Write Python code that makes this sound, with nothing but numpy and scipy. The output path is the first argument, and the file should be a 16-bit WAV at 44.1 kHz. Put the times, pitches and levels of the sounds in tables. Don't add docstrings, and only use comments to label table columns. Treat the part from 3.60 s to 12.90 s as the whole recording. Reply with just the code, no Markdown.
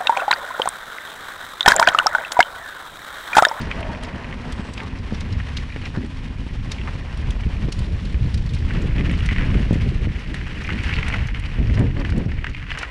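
import sys
import numpy as np
from scipy import signal
from scipy.fft import rfft, irfft
from scipy.io import wavfile
from scipy.ndimage import uniform_filter1d

SR = 44100
rng = np.random.default_rng(int(sys.argv[2]) if len(sys.argv) > 2 else 0)


def put_to_file(sound):
    columns = np.atleast_2d(sound).T
    safe = np.clip(columns, -1, 1)
    whole_steps = np.round(safe * 32767)
    wavfile.write(sys.argv[1], SR, whole_steps.astype(np.int16))


N = 410130

# f/Hz, level/dB
ROLL_SPECTRUM = [(200, -5.5), (450, 3.5), (620, -0.5), (760, 0.5), (1000, 3.5), (1300, -1), (1900, 0.5),
                 (4000, -45)]
CRUNCH_SPECTRUM = [(500, -29.5), (1200, -4.5), (1550, -1), (1900, 0.5), (2300, -3), (2900, -2),
                   (3500, -14.5), (4500, -18.5), (6500, -30.5), (10000, -38), (12000, -49)]
GRIT_SPECTRUM = [(1500, -5), (3200, 8.5), (4400, 2), (5600, -1.5), (6800, -8), (8200, -11), (10100, -14.5),
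                 (11000, -28), (13000, -32), (15000, -54)]
STONE_SPECTRUM = [(600, -23), (1450, -9), (1850, 2), (2080, 10), (2350, 1.5), (3000, -17), (6000, -41),
                  (10000, -60.5)]
# t/s, roll/dB, crunch/dB, grit/dB
TRAIL = [(0, -37, -37.5, -49), (0.3, -37.5, -40, -50.5), (0.55, -39, -41, -52.5), (0.8, -40.5, -44, -51.5),
         (1.8, -45, -41, -52.5), (2.15, -45, -41, -49), (2.7, -48, -45.5, -53.5), (3.25, -44.5, -42, -50),
         (3.5, -44, -43, -53.5), (4.2, -45.5, -42.5, -50), (4.85, -49.5, -45, -52), (5.4, -43, -35.5, -49),
         (5.8, -48, -33.5, -49), (6.05, -45.5, -36.5, -49), (6.65, -48, -40, -53), (7.0, -47, -36, -49.5),
         (7.37, -40, -29.5, -48.5), (7.53, -38.5, -32.5, -49), (7.7, -45.5, -36.5, -55),
         (8.15, -45.5, -38.5, -53), (8.3, -47.5, -41.5, -57), (8.55, -43.5, -40, -55),
         (8.7, -49.5, -41.5, -58.5), (9.05, -53, -39.5, -59), (9.3, -41, -36.5, -53.5)]
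# t/s, hold/s, roll rise/dB, crunch rise/dB
BITES = [(0.32, 0.018, 2, 0), (1.225, 0.012, 8, 4), (2.235, 0.037, 5.5, 7), (2.359, 0.017, 10, -3),
         (3.27, 0.016, 7, 1), (5.113, 0.064, 7, 5), (5.375, 0.034, 3.5, -1), (5.80, 0.12, 8.5, 2),
         (7.105, 0.018, 6, 5), (7.28, 0.03, -1, 1.5), (8.845, .025, 2, 3), (8.19, 0.025, 12, 1),
         (8.39, 0.026, 10.5, 6.5), (9.125, 0.016, 2, 2), (9.19, 0.04, 4.5, 6)]


def tyres(roll_db, crunch_db, grit_db):
    roll_rise, crunch_rise = surges(BITES, attack_s=0.034, release_s=0.014)
    roll_db, crunch_db = roll_db + roll_rise, crunch_db + crunch_rise
    jolt = undb(2.1 * wander(55) + wander(220))
    gravel = grains(per_s=1100, spread_db=2.2)
    patter = grains(per_s=2500, spread_db=2.5)
    roll = unit(colour(jolt * (patter + 0.53 * gravel), ROLL_SPECTRUM))
    grind = unit(colour(jolt * (gravel + 0.5 * rng.standard_normal(N)), CRUNCH_SPECTRUM))
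    pops = sum(colour(grains(per_s=40, spread_db=1.5) * undb(3.5 * wander(40)), STONE_SPECTRUM, shift)
               for shift in np.geomspace(0.86, 1.2, 6))
    pop_share = np.interp(crunch_db, [-46, -34.5], [0.19, 0.31])
    crunch = np.sqrt(1 - pop_share) * grind + np.sqrt(pop_share) * unit(pops)
    spray = jolt ** 0.7 * undb(1.1 * wander(110)) * grains(per_s=4500, spread_db=1.6)
    grit = unit(colour(spray, GRIT_SPECTRUM))
    return roll * undb(roll_db + 1.63) + crunch * undb(crunch_db - 1.57) + grit * undb(grit_db + 2)


# f/Hz, level/dB
BUFFET_SPECTRUM = [(10, -15), (22, -0.5), (42, 2), (75, 0.5), (110, -4.5), (160, -10), (260, -23.5),
                   (600, -51.5)]
EDDY_SPECTRUM = [(70, -18.5), (130, -1), (190, 2.5), (245, -1), (300, -5.5), (400, -11), (600, -18),
                 (1200, -39.5), (3000, -73)]
# t/s, buffet/dB, eddies/dB
AIRFLOW = [(0, -28, -30.5), (0.9, -33.5, -38), (1.75, -25.5, -33), (2.0, -29.5, -43.5), (3.4, -27, -35.5),
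           (3.8, -23.5, -35.5), (5.0, -23, -32.5), (5.3, -18, -23.5), (5.65, -21, -28.5),
           (6.0, -16.5, -25.5), (6.5, -23.5, -39.5), (6.6, -25, -38.5), (7.05, -30, -30.5),
           (7.35, -20.5, -33.5), (7.85, -24.5, -41.5), (8.1, -17.5, -25.5), (8.24, -19.5, -20.5),
           (8.33, -21, -29.5), (8.65, -23, -28.5), (9.3, -34.5, -59.5)]
# t/s, hold/s, buffet rise/dB, eddy rise/dB
FLURRIES = [(2.98, 0.031, 4.5, -8), (3.65, 0.038, 5.5, 0.5), (4.03, 0.045, 4, 2.5), (4.19, 0.026, 4.5, -4),
            (4.33, 0.036, 4, 3), (4.6, 0.08, 4, 4.5), (4.75, 0.075, 3.5, 1.5), (5.16, 0.057, 3.5, 2),
            (5.34, 0.061, 2, 1.5), (6.255, 0.11, 3, 6), (6.40, 0.11, 5, 7), (7.985, 0.03, -2.5, 10),
            (8.38, 0.069, 2, 7), (8.53, 0.047, 4.5, 8)]


def wind(buffet_db, eddy_db):
    buffet_rise, eddy_rise = surges(FLURRIES, attack_s=0.016, release_s=0.022)
    buffet_db = buffet_db + buffet_rise + 1.5 * wander(24)
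    eddy_db = eddy_db + eddy_rise + 2.5 * wander(24)
    gust = wander(40)
    shove = colour(rng.standard_normal(N) * undb(1.56 * gust), BUFFET_SPECTRUM)
    shove /= np.sqrt(uniform_filter1d(shove ** 2, int(0.1007 * SR)) + 1e-9)
    shedding = undb(2 * gust) * (1 + 0.17 * np.abs(shove))
    eddies = unit(colour(rng.standard_normal(N) * shedding, EDDY_SPECTRUM))
    return shove * undb(buffet_db - 0.05) + eddies * undb(eddy_db - 2.34)


# t/s, relative level/dB
BLASTS = [(0.925, -12), (1.765, -9), (3.855, -4.5), (4.543, -1.5), (4.62, -9), (4.762, -11), (4.929, -29),
          (5.049, -4), (7.605, -7.5), (7.989, -4.5)]


def blasts(hz=62, decay_s=0.007):
    out, t = np.zeros(N), np.arange(SR // 10) / SR
    for s, db in BLASTS:
        add(out, s, t * np.exp(-t / decay_s) * np.sin(2 * np.pi * hz * t), db - 7)
    return out


# f/Hz, level/dB
CLACK_SPECTRUM = [(300, -23), (900, -5.5), (1350, -3), (1800, 2), (2100, 4.5), (2450, 3), (3050, 1.5),
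                  (3800, -15), (6000, -22.5), (9500, -36), (12000, -85)]
# t/s, relative level/dB, nominal f/Hz
CLACKS = [(0.1133, -11.5, 2370), (0.229, -20.5, 2600), (0.349, -22, 1900), (0.443, -27, 1960),
          (0.644, -21, 1960), (0.726, -19.5, 2120), (1.1772, -18.5, 2720), (1.202, -17.5, 2420),
          (1.801, -19, 1880), (2.1611, -21.5, 1950), (2.256, -25.5, 2686), (3.145, -32, 2900),
          (3.184, -25, 2620), (3.214, -24, 2800), (3.2748, -21, 1320), (3.836, -26, 2750),
          (4.544, -24, 2000), (5.1073, -19, 1643), (5.1518, -29, 1780), (5.3822, -18, 2460),
          (5.394, -20, 2180), (5.409, -19, 2050), (5.4955, -18.5, 2100), (5.512, -20, 2500),
          (5.5398, -22, 2800), (5.6057, -20, 2700), (5.6286, -25, 2130), (5.661, -25, 2900),
          (5.689, -11.5, 2150), (5.7106, -16.5, 2000), (5.7618, -17, 2120), (5.7832, -14.5, 1900),
          (5.793, -21, 1800), (5.8117, -19, 1780), (5.821, -18, 1900), (5.834, -23, 2100),
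          (6.131, -27, 2780), (6.142, -29, 2700), (6.7428, -17.5, 1940), (6.8129, -21.5, 1834),
          (7.0066, -28, 1850), (7.0474, -19.5, 2450), (7.0907, -14.5, 1520), (7.1036, -14, 2040),
          (7.1882, -21, 2470), (7.2933, -14.5, 1865), (7.3375, -14, 2460), (7.366, -16, 2600),
          (7.3864, -13, 2150), (7.429, -12, 2240), (7.4813, -15, 2200), (7.501, -17, 1500),
          (7.5248, -17, 2270), (7.539, -12, 1930), (7.5425, -14, 1480), (7.5913, -22, 1920),
          (7.6861, -19.5, 1910), (7.7468, -19, 2500), (7.838, -23, 2455), (7.86, -26, 2300),
          (8.0981, -23.5, 1870), (8.1744, -20, 2010), (8.193, -22, 2875), (8.3675, -26, 1670),
          (8.414, -26, 1716), (8.449, -15, 1820), (8.493, -20.5, 1910), (8.5226, -20.5, 1670),
          (8.7182, -22, 1810), (8.7686, -38, 2430), (8.785, -26, 2190), (8.8433, -12, 1770),
          (8.8672, -13.5, 1790), (8.9474, -19.5, 2470), (9.0266, -22, 1990), (9.067, -26, 2200),
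          (9.105, -16, 2730), (9.1167, -11.5, 1830), (9.15, -19.5, 1690), (9.174, -16, 1550),
          (9.212, -20, 1900), (9.241, -22, 1240), (9.2307, -14, 1470)]


def clacks(light_hits, centre_hz=2100):
    out = np.zeros(N)
    for s, db, hz in [*CLACKS, *light_hits]:
        stone_shift = hz / centre_hz
        body_shift = stone_shift ** 0.34
        contact = 0.1 * burst(decay_s=0.0038, rise_s=0.00085)
        contact[0] += 1
        contact[int(rng.uniform(0.0008, 0.004) * SR)] += 0.35
        graze = colour(burst(decay_s=0.0077, rise_s=0.0041), STONE_SPECTRUM, body_shift)
        body = colour(contact, CLACK_SPECTRUM, body_shift)
        stone = colour(contact, STONE_SPECTRUM, stone_shift)
        add(out, s - 0.003, graze, db - 13)
        add(out, s + 0.0005, body + 0.7 * stone, db + 0.28)
    return out


# f/Hz, level/dB
THUD_SPECTRUM = [(30, -29.5), (80, -8), (160, -4), (240, -6), (330, -13), (440, -12.5), (650, -20),
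                 (1200, -30.5), (4000, -86)]
# t/s, relative level/dB, nominal f/Hz
BUMPS = [(0.995, -19, 210), (1.523, -13, 248.7), (1.763, -28, 231.5), (2.162, -21, 340),
         (2.373, -10.5, 190), (2.865, -19.5, 167), (3.075, -22, 176), (3.864, -9, 127), (4.085, -14, 252),
         (4.205, -12.5, 130), (4.324, -26, 160), (4.438, -23, 137), (4.543, -21, 170), (4.922, -19, 163),
         (5.155, -18, 156), (5.357, -15, 177), (5.443, -12.5, 133), (5.718, -12, 151), (5.954, -8.5, 178),
         (6.109, -5, 240), (6.127, -7, 206), (6.157, -8.5, 170), (6.471, -15.5, 259), (6.575, -24.5, 221),
         (7.12, -17, 199), (8.198, -15, 160), (8.661, -13.5, 188)]


def bumps(light_hits, centre_hz=230, contact_s=0.00068):
    out, t = np.zeros(N), np.arange(SR // 10) / SR
    for s, db, hz in [*BUMPS, *light_hits]:
        blow = 0.06 * burst(decay_s=0.0099, rise_s=0.006)
        blow[0] += 1
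        cushioned = signal.fftconvolve(blow, np.exp(-t / contact_s))[:len(t)]
        add(out, s, colour(cushioned, THUD_SPECTRUM, (hz / centre_hz) ** 1.5), db + 0.5)
    return out


# f/Hz, level/dB
SLAP_SPECTRUM = [(700, -6), (2000, -0.5), (3200, 1.5), (4400, 2.5), (5800, -2.5), (7000, -8),
                 (10000, -24.5), (15000, -44)]
EDGE_SPECTRUM = [(4000, -44), (6800, 4), (8200, 5.5), (9800, 4), (11200, -13.5), (13000, -18), (15000, -27)]
# t/s, relative level/dB, edge emphasis/dB
SLAPS = [(0.014, -29, -15), (0.206, -35, -10), (0.4347, -29, -10), (0.447, -32, -24), (0.9233, -29.5, -7),
         (1.136, -31.5, -8.5), (1.1777, -28, -28), (1.232, -39, -11), (1.546, -31, -29), (1.6073, -26, -17),
         (1.726, -29.5, -25), (1.9699, -21.5, -21), (2.255, -28, -36), (3.1171, -18.5, -15.5),
         (3.573, -37, -10), (3.706, -26, -13), (4.1233, -22, -15), (4.1909, -29, -12), (4.4523, -33, -15),
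         (4.7427, -24.5, -15.5), (4.776, -30.5, -16), (4.8628, -34, -20), (4.936, -27, -20),
         (4.946, -27.5, -18), (5.5144, -45, 2), (5.6605, -27, -13), (6.129, -37, -6), (6.7426, -27.5, -15),
         (7.2345, -27, -17), (7.247, -35, -16), (7.3386, -27, -28), (7.483, -26.5, -8), (7.796, -37.5, -5),
         (8.1414, -32, -23), (8.1923, -37, -3.5), (8.5017, -32, -14), (8.5784, -37, -7), (8.8962, -35, -17),
         (9.187, -25.5, -13), (9.2255, -31, -15)]


def chain_slaps(light_hits):
    out = np.zeros(N)
    for s, db, edge_db in [*SLAPS, *light_hits]:
        splash = links_landing() + 0.12 * burst(decay_s=0.036, rise_s=0.0033)
        first_link = burst(decay_s=0.0021, rise_s=0.012)
        edge = burst(decay_s=0.0032, rise_s=0.00096)
        add(out, s - 0.005, colour(first_link, SLAP_SPECTRUM), db - 12)
        add(out, s - 0.001, colour(splash, SLAP_SPECTRUM), db + 0.5)
        add(out, s - 0.0005, colour(edge, EDGE_SPECTRUM), db + edge_db + 3.5)
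    return out


def links_landing(clink_s=0.001, clink_db=-8):
    t = np.arange(SR // 20) / SR
    clink = sum(np.sin(2 * np.pi * hz * t) for hz in rng.uniform(2840, 7670, 5)) * np.exp(-t / clink_s)
    blows = burst(decay_s=0.0058, rise_s=0.0014)
    clinks = signal.fftconvolve(blows, clink / np.linalg.norm(clink))[:len(blows)]
    return blows + undb(clink_db) * clinks


def rattle(crunch_db, grit_db, eddy_db, edge_db=-11.5):
    stones = scatter(crunch_db + 9, per_s=6, hz=2160)
    links = [(s, db, edge_db) for s, db, _ in scatter(grit_db + 6, per_s=2)]
    ruts = scatter(eddy_db + 8.5, per_s=1, hz=170)
    return clacks(stones) + chain_slaps(links) + bumps(ruts)


# f/Hz, level/dB, T60/s
FRAME_MODES = [(249, -7.5, 0.14), (334, -10, 0.12), (390, -9, 0.054), (557, -10.5, 0.025)]
# t/s, peak level/dB
KNOCKS = [(2.207, -36), (2.372, -24.5), (2.408, -27.5), (2.434, -22.5), (4.083, -27), (6.261, -22),
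          (6.316, -22.5)]


def frame_knocks(rise_s=0.0034):
    out = np.zeros(N)
    onset = 1 - np.exp(-np.arange(SR) / SR / rise_s)
    for s, db in KNOCKS:
        add(out, s, ring(FRAME_MODES, detune=0.035) * onset, db)
    return out


# t/s, level/dB
RIPPLES = [(7.95, -100), (8.05, -22.5), (8.29, -18), (8.34, -37), (8.8, -38), (8.95, -100)]


def shudder():
    return narrowband(hz=113.2, width_hz=36) * undb(curves(RIPPLES)[0])


# f/Hz, level/dB
PING_SPECTRUM = [(2000, -22), (4300, -1), (5100, 1.5), (5500, 2), (6000, -5.5), (7200, -15.5),
                 (9500, -18.5), (12000, -33)]
# t/s, relative level/dB,
# nominal f/Hz
PEBBLES = [(1.387, -36.5, 5200), (1.5274, -39, 5000), (1.6033, -44, 7800), (1.97, -24, 4470),
           (2.3605, -43, 5000), (4.2443, -37, 4500), (4.862, -43, 7000), (4.8924, -31, 4500),
           (4.9867, -35, 5200), (5.2196, -37, 7550), (5.495, -40, 6000), (5.5484, -39, 5600),
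           (5.600, -44, 9500), (6.141, -39, 7500), (6.593, -38.5, 6280), (6.6748, -39, 4800),
           (7.0375, -35, 6200), (7.0689, -35, 5260), (7.189, -38, 4700), (7.28, -34, 5400),
           (7.356, -27, 4400), (7.5395, -32, 5500), (7.6706, -34, 6300), (7.8577, -33, 4600),
           (8.0704, -39, 5550), (8.15, -35, 5730), (8.3775, -39, 4700), (8.3984, -33, 5300),
           (8.4553, -42, 5200), (8.5226, -41, 5000), (8.6568, -44, 5600), (8.715, -41, 5300),
           (8.9332, -41, 4800), (9.126, -35, 4700), (9.1737, -40, 7400)]


def pebbles(centre_hz=5500):
    out = np.zeros(N)
    for s, db, hz in PEBBLES:
        contact = 0.23 * burst(decay_s=0.0052, rise_s=0.0012)
        contact[0] += 1
        add(out, s, colour(contact, PING_SPECTRUM, hz / centre_hz), db - 0.5)
    return out


# t/s, f/Hz, level/dB
TREAD = [(0, 232.9, -42), (1.2, 245.3, -41.5), (1.9, 251.7, -46), (2.8, 262.8, -43), (3.6, 256.6, -51.5),
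         (5.3, 286.5, -72), (8.2, 295.7, -46), (9.3, 277.3, -52)]


def tread_hum():
    hz, db = curves(TREAD)
    return narrowband(hz, width_hz=46) * undb(db)


# f/Hz, width/Hz, level/dB
CASING_TONES = [(626, 150, 7), (742, 200, -5), (920, 95, -1), (1600, 100, -23)]
# t/s, relative level/dB
SCRUB = [(0.1, -58), (0.19, -44), (0.36, -49.5), (0.62, -61), (0.9, -75), (1.5, -100)]


def tyre_scrub(slip_db=2):
    return resonances(CASING_TONES) * undb(curves(SCRUB)[0] + 1.5 + slip_db * wander(60))


# f/Hz, level/dB
TICK_SPECTRUM = [(1200, -15), (2500, 4), (3300, -12), (4200, 0.5), (5200, -21), (7000, -27), (10000, -38.5),
                 (12000, -47)]


def grit_ticks(grit_db):
    return unit(colour(grains(per_s=120, spread_db=6), TICK_SPECTRUM)) * undb(grit_db - 9)


# f/Hz, width/Hz, relative level/dB
PART_TONES = [(1880, 100, -14), (2450, 36, -4), (4360, 150, -14), (5500, 54, -13.5), (5970, 130, -23.5)]


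def shaken_parts(grit_db):
    return resonances(PART_TONES) * undb(grit_db - 6)


# f/Hz, level/dB, T60/s
SPOKE_MODES = [(3327, 0, .6), (3720, 1, .8), (4474, -6, .6), (5340, -6, .5), (5510, -4, .4),
               (6115, -14, .6), (7450, -9, .7), (7570, -8, .7), (8333, -18, .5)]
SPROCKET_MODES = [(5168, 2, .5), (5448, 2, .5), (5604, -3, .7), (6933, -4, 1.0), (7041, -2, 1.3),
                  (7063, -5, 1.0), (8247, -6, 1.2), (9120, -8, 1.0), (9147, -7, 1.0), (9260, -9, .7)]
# t/s, peak level/dB, part struck
STEEL_STRIKES = [(3.118, -45, "spokes"), (4.125, -47, "sprockets"), (9.19, -49, "spokes")]


def steel_rings():
    out = np.zeros(N)
    for s, db, part in STEEL_STRIKES:
        add(out, s, ring(SPOKE_MODES if part == "spokes" else SPROCKET_MODES, detune=0.00077), db)
    return out


# t/s, level/dB
BRAKE_RUB = [(0.82, -95), (0.92, -64.5), (1.18, -64), (1.27, -95)]


def brake_rub(chatter_db=3):
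    return narrowband(hz=7950, width_hz=800) * undb(curves(BRAKE_RUB)[0] + chatter_db * wander(43))


def undb(db):
    return 10 ** (np.asarray(db) / 20)


def unit(x):
    return x / np.sqrt(np.mean(x ** 2))


def curves(table):
    s, *columns = np.transpose(table)
    return [np.interp(np.arange(N) / SR, s, column) for column in columns]


def surges(table, attack_s, release_s):
    corners = []
    for s, hold, *rise in table:
        corners += [(s - attack_s, 0, 0), (s, *rise), (s + hold, *rise), (s + hold + release_s, 0, 0)]
    return curves(sorted(corners))


def wander(per_s):
    knots = rng.standard_normal(8192)
    return unit(np.interp(np.arange(N) * (per_s / SR), np.arange(len(knots)), knots))


def colour(x, spectrum, shift=1):
    hz, db = np.transpose(spectrum)
    f = np.maximum(np.fft.rfftfreq(4096, 1 / SR), 1)
    log_gain = np.interp(np.log(f), np.log(hz * shift), np.log(undb(db)))
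    log_gain -= 2 * np.log(np.maximum(f / (hz[-1] * shift), 1))
    cepstrum = irfft(log_gain)
    half = len(cepstrum) // 2
    cepstrum[1:half] *= 2
    response = irfft(np.exp(rfft(cepstrum[:half], 2 * half)))
    return signal.oaconvolve(x, response / np.linalg.norm(response))[:len(x)]


def burst(decay_s, rise_s):
    t = np.arange(SR // 10) / SR
    return rng.standard_normal(len(t)) * np.exp(-t / decay_s) * (1 - np.exp(-t / rise_s))


def grains(per_s, spread_db):
    struck = rng.random(N) < per_s / SR
    size = undb(spread_db * np.minimum(rng.exponential(size=N), 5))
    return unit(struck * size * rng.choice([-1, 1], N))


def scatter(level_db, per_s, hz=1, spread_db=2.5, pitch_spread=0.083):
    places = rng.random(200)[:int(per_s * N / SR)]
    deviations = rng.standard_normal((200, 2))
    return [(place * N / SR, level_db[int(place * N)] + spread_db * loud, hz * np.exp(pitch_spread * high))
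            for place, (loud, high) in zip(places, deviations)]


def narrowband(hz, width_hz):
    phase = 2 * np.pi * np.cumsum(hz * np.ones(N)) / SR
    return unit(wander(width_hz) * np.sin(phase) + wander(width_hz) * np.cos(phase))


def resonances(table):
    return sum(undb(db) * narrowband(hz, width_hz) for hz, width_hz, db in table)


def ring(modes, detune, spread_db=2):
    out, t = np.zeros(SR), np.arange(SR) / SR
    for (hz, db, t60), (high, loud) in zip(modes, rng.standard_normal((len(modes), 2))):
        envelope = undb(db + spread_db * loud - 60 * t / t60)
        out += envelope * np.sin(2 * np.pi * hz * (1 + detune * high) * t)
    return out


def add(out, s, x, peak_db):
    start = max(int(s * SR), 0)
    out[start:start + len(x)] += (x * undb(peak_db) / np.abs(x).max())[:len(out) - start]


def scene():
    buffet_db, eddy_db = curves(AIRFLOW)
    roll_db, crunch_db, grit_db = curves(TRAIL)
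    air = wind(buffet_db, eddy_db) + blasts()
    rolling = tyres(roll_db, crunch_db, grit_db) + tread_hum() + tyre_scrub() + grit_ticks(grit_db)
    bike = shaken_parts(grit_db) + steel_rings() + pebbles() + frame_knocks() + brake_rub() + shudder()
    return (air + rolling + bike + rattle(crunch_db, grit_db, eddy_db))[None]


def record(dry):
    lowpass = signal.ellip(8, 0.2, 70, 15100, fs=SR, output="sos")
    return signal.sosfilt(lowpass, np.tanh(0.8 * dry) / 0.8)


dry = scene()
out = record(dry)
put_to_file(out)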